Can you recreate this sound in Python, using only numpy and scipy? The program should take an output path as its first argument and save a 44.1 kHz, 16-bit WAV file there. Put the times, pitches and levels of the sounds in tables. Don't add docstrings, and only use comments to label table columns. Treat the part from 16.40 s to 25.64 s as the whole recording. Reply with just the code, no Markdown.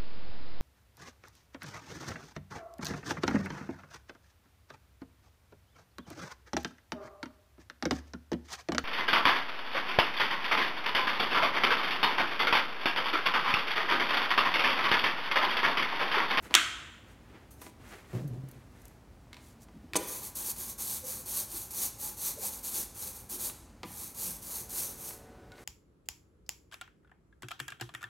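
import sys
import numpy as np
from scipy import signal
from scipy.fft import rfft, irfft, next_fast_len
from scipy.io import wavfile
from scipy.ndimage import map_coordinates

SR = 44100
rng = np.random.default_rng(int(sys.argv[2]) if len(sys.argv) > 2 else 0)


def store_pcm(level_fs):
    pcm = np.round(np.clip(level_fs, -1, 1) * 32767).astype(np.int16)
    wavfile.write(sys.argv[1], SR, np.atleast_2d(pcm).T)


N = 407484
TIME = np.arange(N) / SR
AGE = np.arange(SR) / SR

# (start [s], fastest point [s], rest [s],
# relative sizzle level at the start [dB], at the fastest point [dB])
STROKES = [(3.579, 3.65, 3.76, -45.5, -45.0), (3.67, 3.85, 3.92, -41.0, -40.5),
           (3.948, 4.1, 4.14, -37.0, -34.5), (4.157, 4.28, 4.35, -41.0, -37.5),
           (4.377, 4.54, 4.62, -36.0, -35.5), (4.627, 4.69, 4.86, -49.5, -37.5),
           (4.852, 4.98, 5.06, -42.5, -32.0), (5.075, 5.15, 5.31, -51.5, -38.5),
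           (5.301, 5.43, 5.5, -45.0, -30.5), (5.578, 5.63, 5.75, -49.0, -35.5),
           (5.764, 5.86, 5.95, -47.0, -32.0), (5.97, 6.04, 6.22, -52.0, -34.5),
           (6.227, 6.38, 6.46, -39.0, -32.5), (6.537, 6.62, 6.85, -48.5, -39.5),
           (6.89, 7.05, 7.12, -39.0, -34.0), (7.445, 7.62, 7.74, -55.0, -42.0),
           (7.74, 7.83, 7.99, -48.5, -35.0), (8.012, 8.16, 8.27, -47.0, -38.5),
           (8.287, 8.38, 8.56, -45.0, -34.0), (8.566, 8.66, 8.78, -54.0, -41.0)]
# (frequency [Hz], relative density [dB])
TACK_SPECTRUM = [(300, -33.5), (1500, -23), (3000, -17), (4400, -7.5), (5000, -11.5), (6400, -2.5),
                 (7400, -6.5), (9500, -0.5), (10300, -4), (11300, 0.5), (13500, -2.5), (16000, -9.5)]


def rolling(set_off_s=0.012, slowing_db=19, slowing_power=2.03, sag_s=0.022):
    # (time [s], level change [dB])
    sags = [(3.81, -5.5), (4.04, -4), (4.27, -5), (4.46, -3.5), (6.11, -6.5), (6.31, -5.5), (6.73, -6),
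            (6.98, -9.0)]
    strength = np.zeros(N)
    for start, fastest, rest, start_db, fastest_db in STROKES:
        set_off = 1 - np.exp(-np.maximum(TIME - start, 0) / set_off_s)
        build_db = np.interp(TIME, [start, fastest], [start_db, fastest_db])
        slowing = np.clip((TIME - fastest) / (rest - fastest), 0, 10)
        strength += set_off * amp(build_db - slowing_db * slowing ** slowing_power)
    return strength * amp(sum(db * bump(s, sag_s) for s, db in sags))


def ink(sizzle, echo_db=-17, echo_s=0.000402):
    speed = np.sqrt(sizzle / sizzle.max())
    threads = coloured(snaps(7000 + 16000 * speed), TACK_SPECTRUM)
    lag = echo_s * SR * np.exp(0.286 * wobble(4))
    reflection = amp(echo_db) * map_coordinates(threads, [np.arange(N) - lag])
    uneven_film = amp(0.22 + 0.72 * wobble(70))
    return room(sizzle * uneven_film * unit(threads + reflection), wet_db=-10)


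def frame(sizzle, growth=0.65):
    # (frequency [Hz], bandwidth [Hz], relative level [dB])
    modes = [(198.6, 26, 0.5), (351, 60, -4), (505, 97, -4.5), (814, 43, 0), (900, 95, -5),
             (1028, 125, -4.5), (1220, 270, -8.5), (1680, 540, -13.5), (2410, 460, -14)]
    # (time [s], frequency [Hz], level [dB], half length [s])
    judders = [(3.363, 200, -46, 0.022), (3.446, 218, -45, .01), (3.567, 470, -30.5, 0.0093),
               (3.585, 348, -41.5, 0.048), (4.647, 516, -43, 0.015), (5.147, 350, -51, 0.02),
               (5.654, 847, -49.5, .03), (5.988, 510, -45, 0.021), (6.045, 827, -44.5, 0.015),
               (6.39, 352.1, -51.5, 0.023), (6.946, 342, -48.5, 0.022), (7.457, 195, -46, 0.019),
               (7.887, 193.6, -47, 0.033)]

    def response(hz):
        return sum((-1) ** k * amp(db) * 1j * hz * width / (centre ** 2 - hz ** 2 + 1j * hz * width)
                   for k, (centre, width, db) in enumerate(modes))

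    murmur = amp(-29.5) * sizzle ** growth * unit(filtered(rng.standard_normal(N), response))
    phase_drift = 1.4 * wobble(90)
    judder = sum(amp(db) * bump(s, length) * np.sin(2 * np.pi * hz * TIME + phase_drift)
                 for s, hz, db, length in judders)
    return room(murmur, wet_db=-7.5) + room(judder, wet_db=-6.5)


def steel_tool(bench_hz=325, bench_t60=0.16):
    # (time [s], relative level [dB])
    clacks = [(.1412, -10), (.1508, -1.5)]
    # (frequency [Hz], relative level [dB], t60 [s])
    modes = [(1297, -8, 0.52), (1470, -9, 0.57), (1561, -8, 0.71), (1879, -9, 0.56), (2089, -12, 0.85),
             (2175, -11, 0.63), (2272, -13, 0.53), (2422, -12, 0.46), (2514, -5, 0.33), (2595, -16, 0.65),
             (2772, -15, 0.81), (2950, 0, 0.22), (3122, -9, 0.56), (3198, -9, 0.67), (3305, -7, 0.49),
             (3375, -9, 0.47), (3494, -12, 0.67), (3714, -16, 0.55), (3806, -20, 0.69), (4113, -13, 0.4),
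             (4398, -21, 0.49), (5609, -12, 0.3), (6670, -17, 0.33), (7004, -16, 0.43), (7424, -21, 0.54),
             (7612, -23, 0.56), (8344, -20, 0.45), (8796, -21, 0.43)]
    # (frequency [Hz], relative density [dB])
    crack_spectrum = [(150, -36), (500, -25.5), (750, -13), (1100, -11), (2300, -3.5), (3100, 1.5),
                      (3900, -1), (5000, -12), (5800, -8), (8400, -11.5), (9500, -17), (13000, -22.5),
                      (16000, -32.5)]
    clatter_spectrum = [(150, -27.5), (330, -4.5), (480, -24.5), (700, -10), (850, -17), (1300, 1.5),
                        (2150, -1), (2400, -4.5), (3300, -1), (4200, -12), (5000, -25), (6500, -16.5),
                        (7250, -11), (7800, -17.5), (11000, -31.5), (16000, -51.5)]
    blows, ringing = np.zeros(N), np.zeros(N)
    for s, db in clacks:
        crack = noise(crack_spectrum, size=SR) * fade(0.013)
        knock = amp(-39.5) * np.sin(2 * np.pi * bench_hz * AGE) * fade(bench_t60)
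        clatter = noise(clatter_spectrum, size=SR) * (amp(-19.5) * fade(0.16) + amp(-30) * fade(0.96))
        add(blows, s, amp(db) * (crack + knock))
        add(ringing, s, amp(db) * (clatter + amp(-28) * ring(modes, scatter_db=1.5)))
    return room(blows, wet_db=-12) + ringing


def plate(boom_hz=130, boom_t60=0.23, boom_rise_s=0.0047):
    # (time [s], boom level [dB], slap level [dB])
    flops = [(1.73, -60, -38.5), (1.749, -26.5, -37), (1.795, -34, -43), (1.845, -28.5, -50),
             (1.905, -31.5, -50), (1.935, -55, -45.5), (1.976, -33, -56), (2.035, -34.5, -52.5),
             (2.158, -44, -69)]
    # (frequency [Hz], relative density [dB])
    slap_spectrum = [(60, -22), (130, 1), (330, -2.5), (560, -12.5), (800, -20.5), (2000, -33), (8000, -40),
                     (16000, -45)]
    pump, slaps = np.zeros(N), np.zeros(N)
    for s, boom_db, slap_db in flops:
        add(pump, s, amp(boom_db) * fade(boom_t60) * (1 - np.exp(-AGE / boom_rise_s)))
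        add(slaps, s, amp(slap_db) * noise(slap_spectrum, size=SR) * fade(0.26))
    phase = 2 * np.pi * boom_hz * TIME + 1.3 * wobble(18)
    boom = pump * (np.sin(phase) + amp(-15.5) * np.sin(2 * phase))
    return boom + room(slaps, wet_db=-5)


def knocks():
    # (time [s], relative click level [dB], relative thud level [dB])
    impacts = [(0.109, -43, -32.5), (1.217, -47, -38.5), (1.2655, -44, -37.5), (2.9302, -37, -52),
               (2.9437, -42.5, -54), (2.968, -43.5, -48), (3.285, -56, -47), (3.5345, -28.5, -47),
               (3.545, -32, -44), (3.5555, -20.5, -19.5), (3.5651, -40, -29), (7.098, -40, -43),
               (7.432, -31.5, -32), (7.44, -44, -33.5), (8.707, -42.5, -48), (9.119, -44, -51),
               (9.1555, -56, -58), (9.181, -51, -60), (9.185, -53, -51)]
    # (frequency [Hz], relative density [dB])
    click_spectrum = [(200, -17), (800, -7), (1400, -4.5), (2200, 2), (3000, -2.5), (3600, -4), (4400, 0.5),
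                      (5100, -9), (9000, -16.5), (16000, -26)]
    # (frequency [Hz], relative level [dB], t60 [s])
    bench_modes = [(188, -7.5, .22), (294, -4, 0.24), (336, -5.5, .3), (400, -13.5, .1), (480, -5.5, 0.061),
                   (522, -10.5, .35), (630, -5.5, .16), (811, -3.5, 0.11), (990, 1, 0.095),
                   (1045, -5.5, .09), (1190, -2, 0.088), (1443, -9.5, 0.079), (2030, -6, 0.066),
                   (2530, -11, .04)]
    clicks, thuds = np.zeros(N), np.zeros(N)
    click_decay = fade(0.017) + amp(-19.5) * fade(0.09)
    for s, click_db, thud_db in impacts:
        add(clicks, s, amp(click_db - 3) * noise(click_spectrum, size=SR) * click_decay)
        add(thuds, s, amp(thud_db - 10) * ring(bench_modes, scatter_db=1) * fade(0.22))
    return room(clicks, wet_db=-7.5) + room(thuds, wet_db=-9.5)


def squelch(s=3.566, half_length_s=0.0076):
    # (frequency [Hz], relative density [dB])
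    spectrum = [(1500, -20), (4000, -10), (5700, -6), (6350, 4.5), (7300, -2), (8400, 1.5), (11000, -7),
                (16000, -17)]
    return room(amp(-23.5) * bump(s, half_length_s) * coloured(snaps(20000), spectrum), wet_db=-15)


def crackles(breakaway_db=-42, lag_s=0.008, rise_s=0.001, breakaway_t60=0.028):
    # (time [s], level [dB], rise time [s], t60 [s])
    brushes = [(.026, -59, 0.0018, 0.12), (1.109, -55, .002, 0.22), (1.217, -45.5, .002, 0.082),
               (1.879, -56, .002, .06), (2.088, -52, 0.00093, .03), (2.114, -51, .001, .025),
               (2.418, -56, .001, 0.022), (2.455, -51, .001, 0.019), (2.482, -49.5, .001, .012)]
    breakaways = [(s + lag_s, breakaway_db, rise_s, breakaway_t60) for s, *_ in STROKES[::2]]
    envelope = np.zeros(N)
    for s, db, rise, t60 in list(brushes) + breakaways:
        attack = (TIME - s) / rise
        decay = np.log(1000) * (s - TIME) / t60
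        envelope += amp(db) * np.exp(np.minimum(attack, decay))
    return room(envelope * coloured(snaps(13000), TACK_SPECTRUM), wet_db=-8.5)


def sliding():
    # (time [s], rub level [dB], swish level [dB], half length [s])
    slides = [(0.055, -52, -58, 0.028), (0.127, -47, -63, 0.027), (0.708, -62.5, -70, 0.036),
              (0.96, -61.5, -80, 0.15), (1.25, -57.5, -56.5, 0.049), (1.526, -51, -60.5, 0.094),
              (1.756, -56.5, -62.5, 0.078), (2.14, -63, -74, 0.11), (2.427, -64.5, -70, 0.12),
              (3.065, -77, -62.5, 0.069), (3.229, -73, -58, 0.019), (9.22, -60, -63, 0.058)]
    # (frequency [Hz], relative density [dB])
    rub_spectrum = [(150, -14.5), (350, -1), (600, -9.5), (1200, -8.5), (1900, -8), (3500, -17.5),
                    (7000, -33.5), (16000, -51)]
    swish_spectrum = [(1500, -18.5), (5200, -4), (6400, -0.5), (9000, -3), (12000, -4.5), (16000, -11)]
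    rub_envelope = sum(amp(db) * bump(s, length) for s, db, _, length in slides)
    swish_envelope = sum(amp(db) * bump(s, length) for s, _, db, length in slides)
    rub = rub_envelope * noise(rub_spectrum) * amp(2.1 * wobble(44))
    swish = swish_envelope * coloured(snaps(9000), swish_spectrum)
    return rub + swish


def clink(s=9.118):
    # (frequency [Hz], relative level [dB], t60 [s])
    modes = [(1464, -0.5, 0.2), (2153, -11, .19)]
    track = np.zeros(N)
    add(track, s, amp(-52) * ring(modes, scatter_db=3))
    return room(track, wet_db=-8)


def background():
    # (frequency [Hz], level [dB]), the machine's before its swell
    hum_partials = [(49, -63), (64.6, -73), (118.4, -68), (242, -76.5)]
    machine_partials = [(393, -67), (452, -61.5), (565, -64.5), (745, -65.5), (1491, -70.5)]
    # (frequency [Hz], relative density [dB])
    air_spectrum = [(20, -51), (33, -18), (48, -3.5), (70, -4), (100, -4.5), (163, -11.5), (241, -9.5),
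                    (399, -18), (800, -22), (1570, -28.5), (3440, -37), (4540, -37), (16000, -46)]
    machine_spectrum = [(100, -12), (250, -3), (480, -5), (900, -12), (1700, -17.5), (4000, -29),
                        (16000, -58.5)]
    # (time [s], gain [dB])
    swell = [(7.4, -24), (8.3, -1), (8.9, 1.5), (9.24, -1.5)]
    machine = level(swell) * (tones(machine_partials) + amp(-60.5) * noise(machine_spectrum))
    return amp(-55.5) * noise(air_spectrum) + tones(hum_partials) + machine


def room(x, wet_db, build_up_s=0.0018):
    # (frequency [Hz], t60 [s])
    decay_times = [(150, .5), (500, 0.86), (1500, 1), (3300, 0.76), (7200, 0.65), (11000, 0.45),
                   (16000, 0.34)]
    hz, t, spectrogram = signal.stft(rng.standard_normal(SR), SR, nperseg=256)
    decay = np.exp(-np.log(1000) * t / along(decay_times, hz)[:, None])
    tail = signal.istft(spectrogram * decay, SR, nperseg=256)[1][:SR]
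    tail *= 1 - np.exp(-AGE / build_up_s)
    return x + amp(wet_db) * signal.fftconvolve(x, tail / np.linalg.norm(tail))[:N]


def ring(modes, scatter_db):
    return sum(amp(db + scatter_db * rng.normal()) * fade(t60)
               * np.sin(2 * np.pi * (hz * AGE + rng.random())) for hz, db, t60 in modes)


def snaps(per_second):
    chance = np.clip(per_second / SR, 0.1, 1)
    sizes = rng.standard_normal(N) * amp(2 * rng.standard_normal(N))
    return unit(sizes * (rng.random(N) < chance) / np.sqrt(chance))


def tones(partials, waver=1.3):
    drift = waver * wobble(8.2)
    return sum(amp(db) * np.sin(2 * np.pi * hz * TIME + drift * np.sqrt(hz / 200)) for hz, db in partials)


def noise(spectrum, size=N):
    return coloured(rng.standard_normal(size), spectrum)


def coloured(x, spectrum):
    return unit(filtered(x, lambda hz: amp(along(spectrum, hz))))


def filtered(x, response):
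    size = next_fast_len(len(x) + SR // 4)
    return irfft(rfft(x, size) * response(np.fft.rfftfreq(size, 1 / SR)), size)[:len(x)]


def fade(t60):
    return np.exp(-np.log(1000) * AGE / t60)


def bump(s, half_length_s):
    distance = (TIME - s) / half_length_s
    return np.exp(-np.minimum(distance ** 2, 20))


def wobble(rate):
    return map_coordinates(rng.standard_normal(int(N * rate / SR) + 4), [TIME * rate])


def level(rows):
    s, db = np.transpose(rows)
    return amp(np.interp(TIME, s, db, left=-120, right=-120))


def along(points, hz):
    frequencies, values = np.transpose(points)
    return np.interp(np.log(hz + 1), np.log(frequencies), values)


def add(track, s, sound):
    start = round(s * SR)
    track[start:start + len(sound)] += sound[:N - start]


def amp(db):
    return 10 ** (np.asarray(db) / 20)


def unit(x):
    return x / np.sqrt(np.mean(x ** 2) + 1e-20)


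def scene():
    handling = steel_tool() + knocks() + plate() + sliding() + crackles()
    sizzle = rolling()
    roller = squelch() + ink(sizzle) + frame(sizzle) + clink()
    mono = handling + roller + background()
    return np.array([mono, mono])


def record(dry):
    top_hz = 15950
    roll_off = lambda hz: 1 / np.sqrt(1 + (hz / top_hz) ** 300)
    return np.array([filtered(x, roll_off) for x in np.clip(dry, -1, 1)])


dry = scene()
out = record(dry)
store_pcm(out)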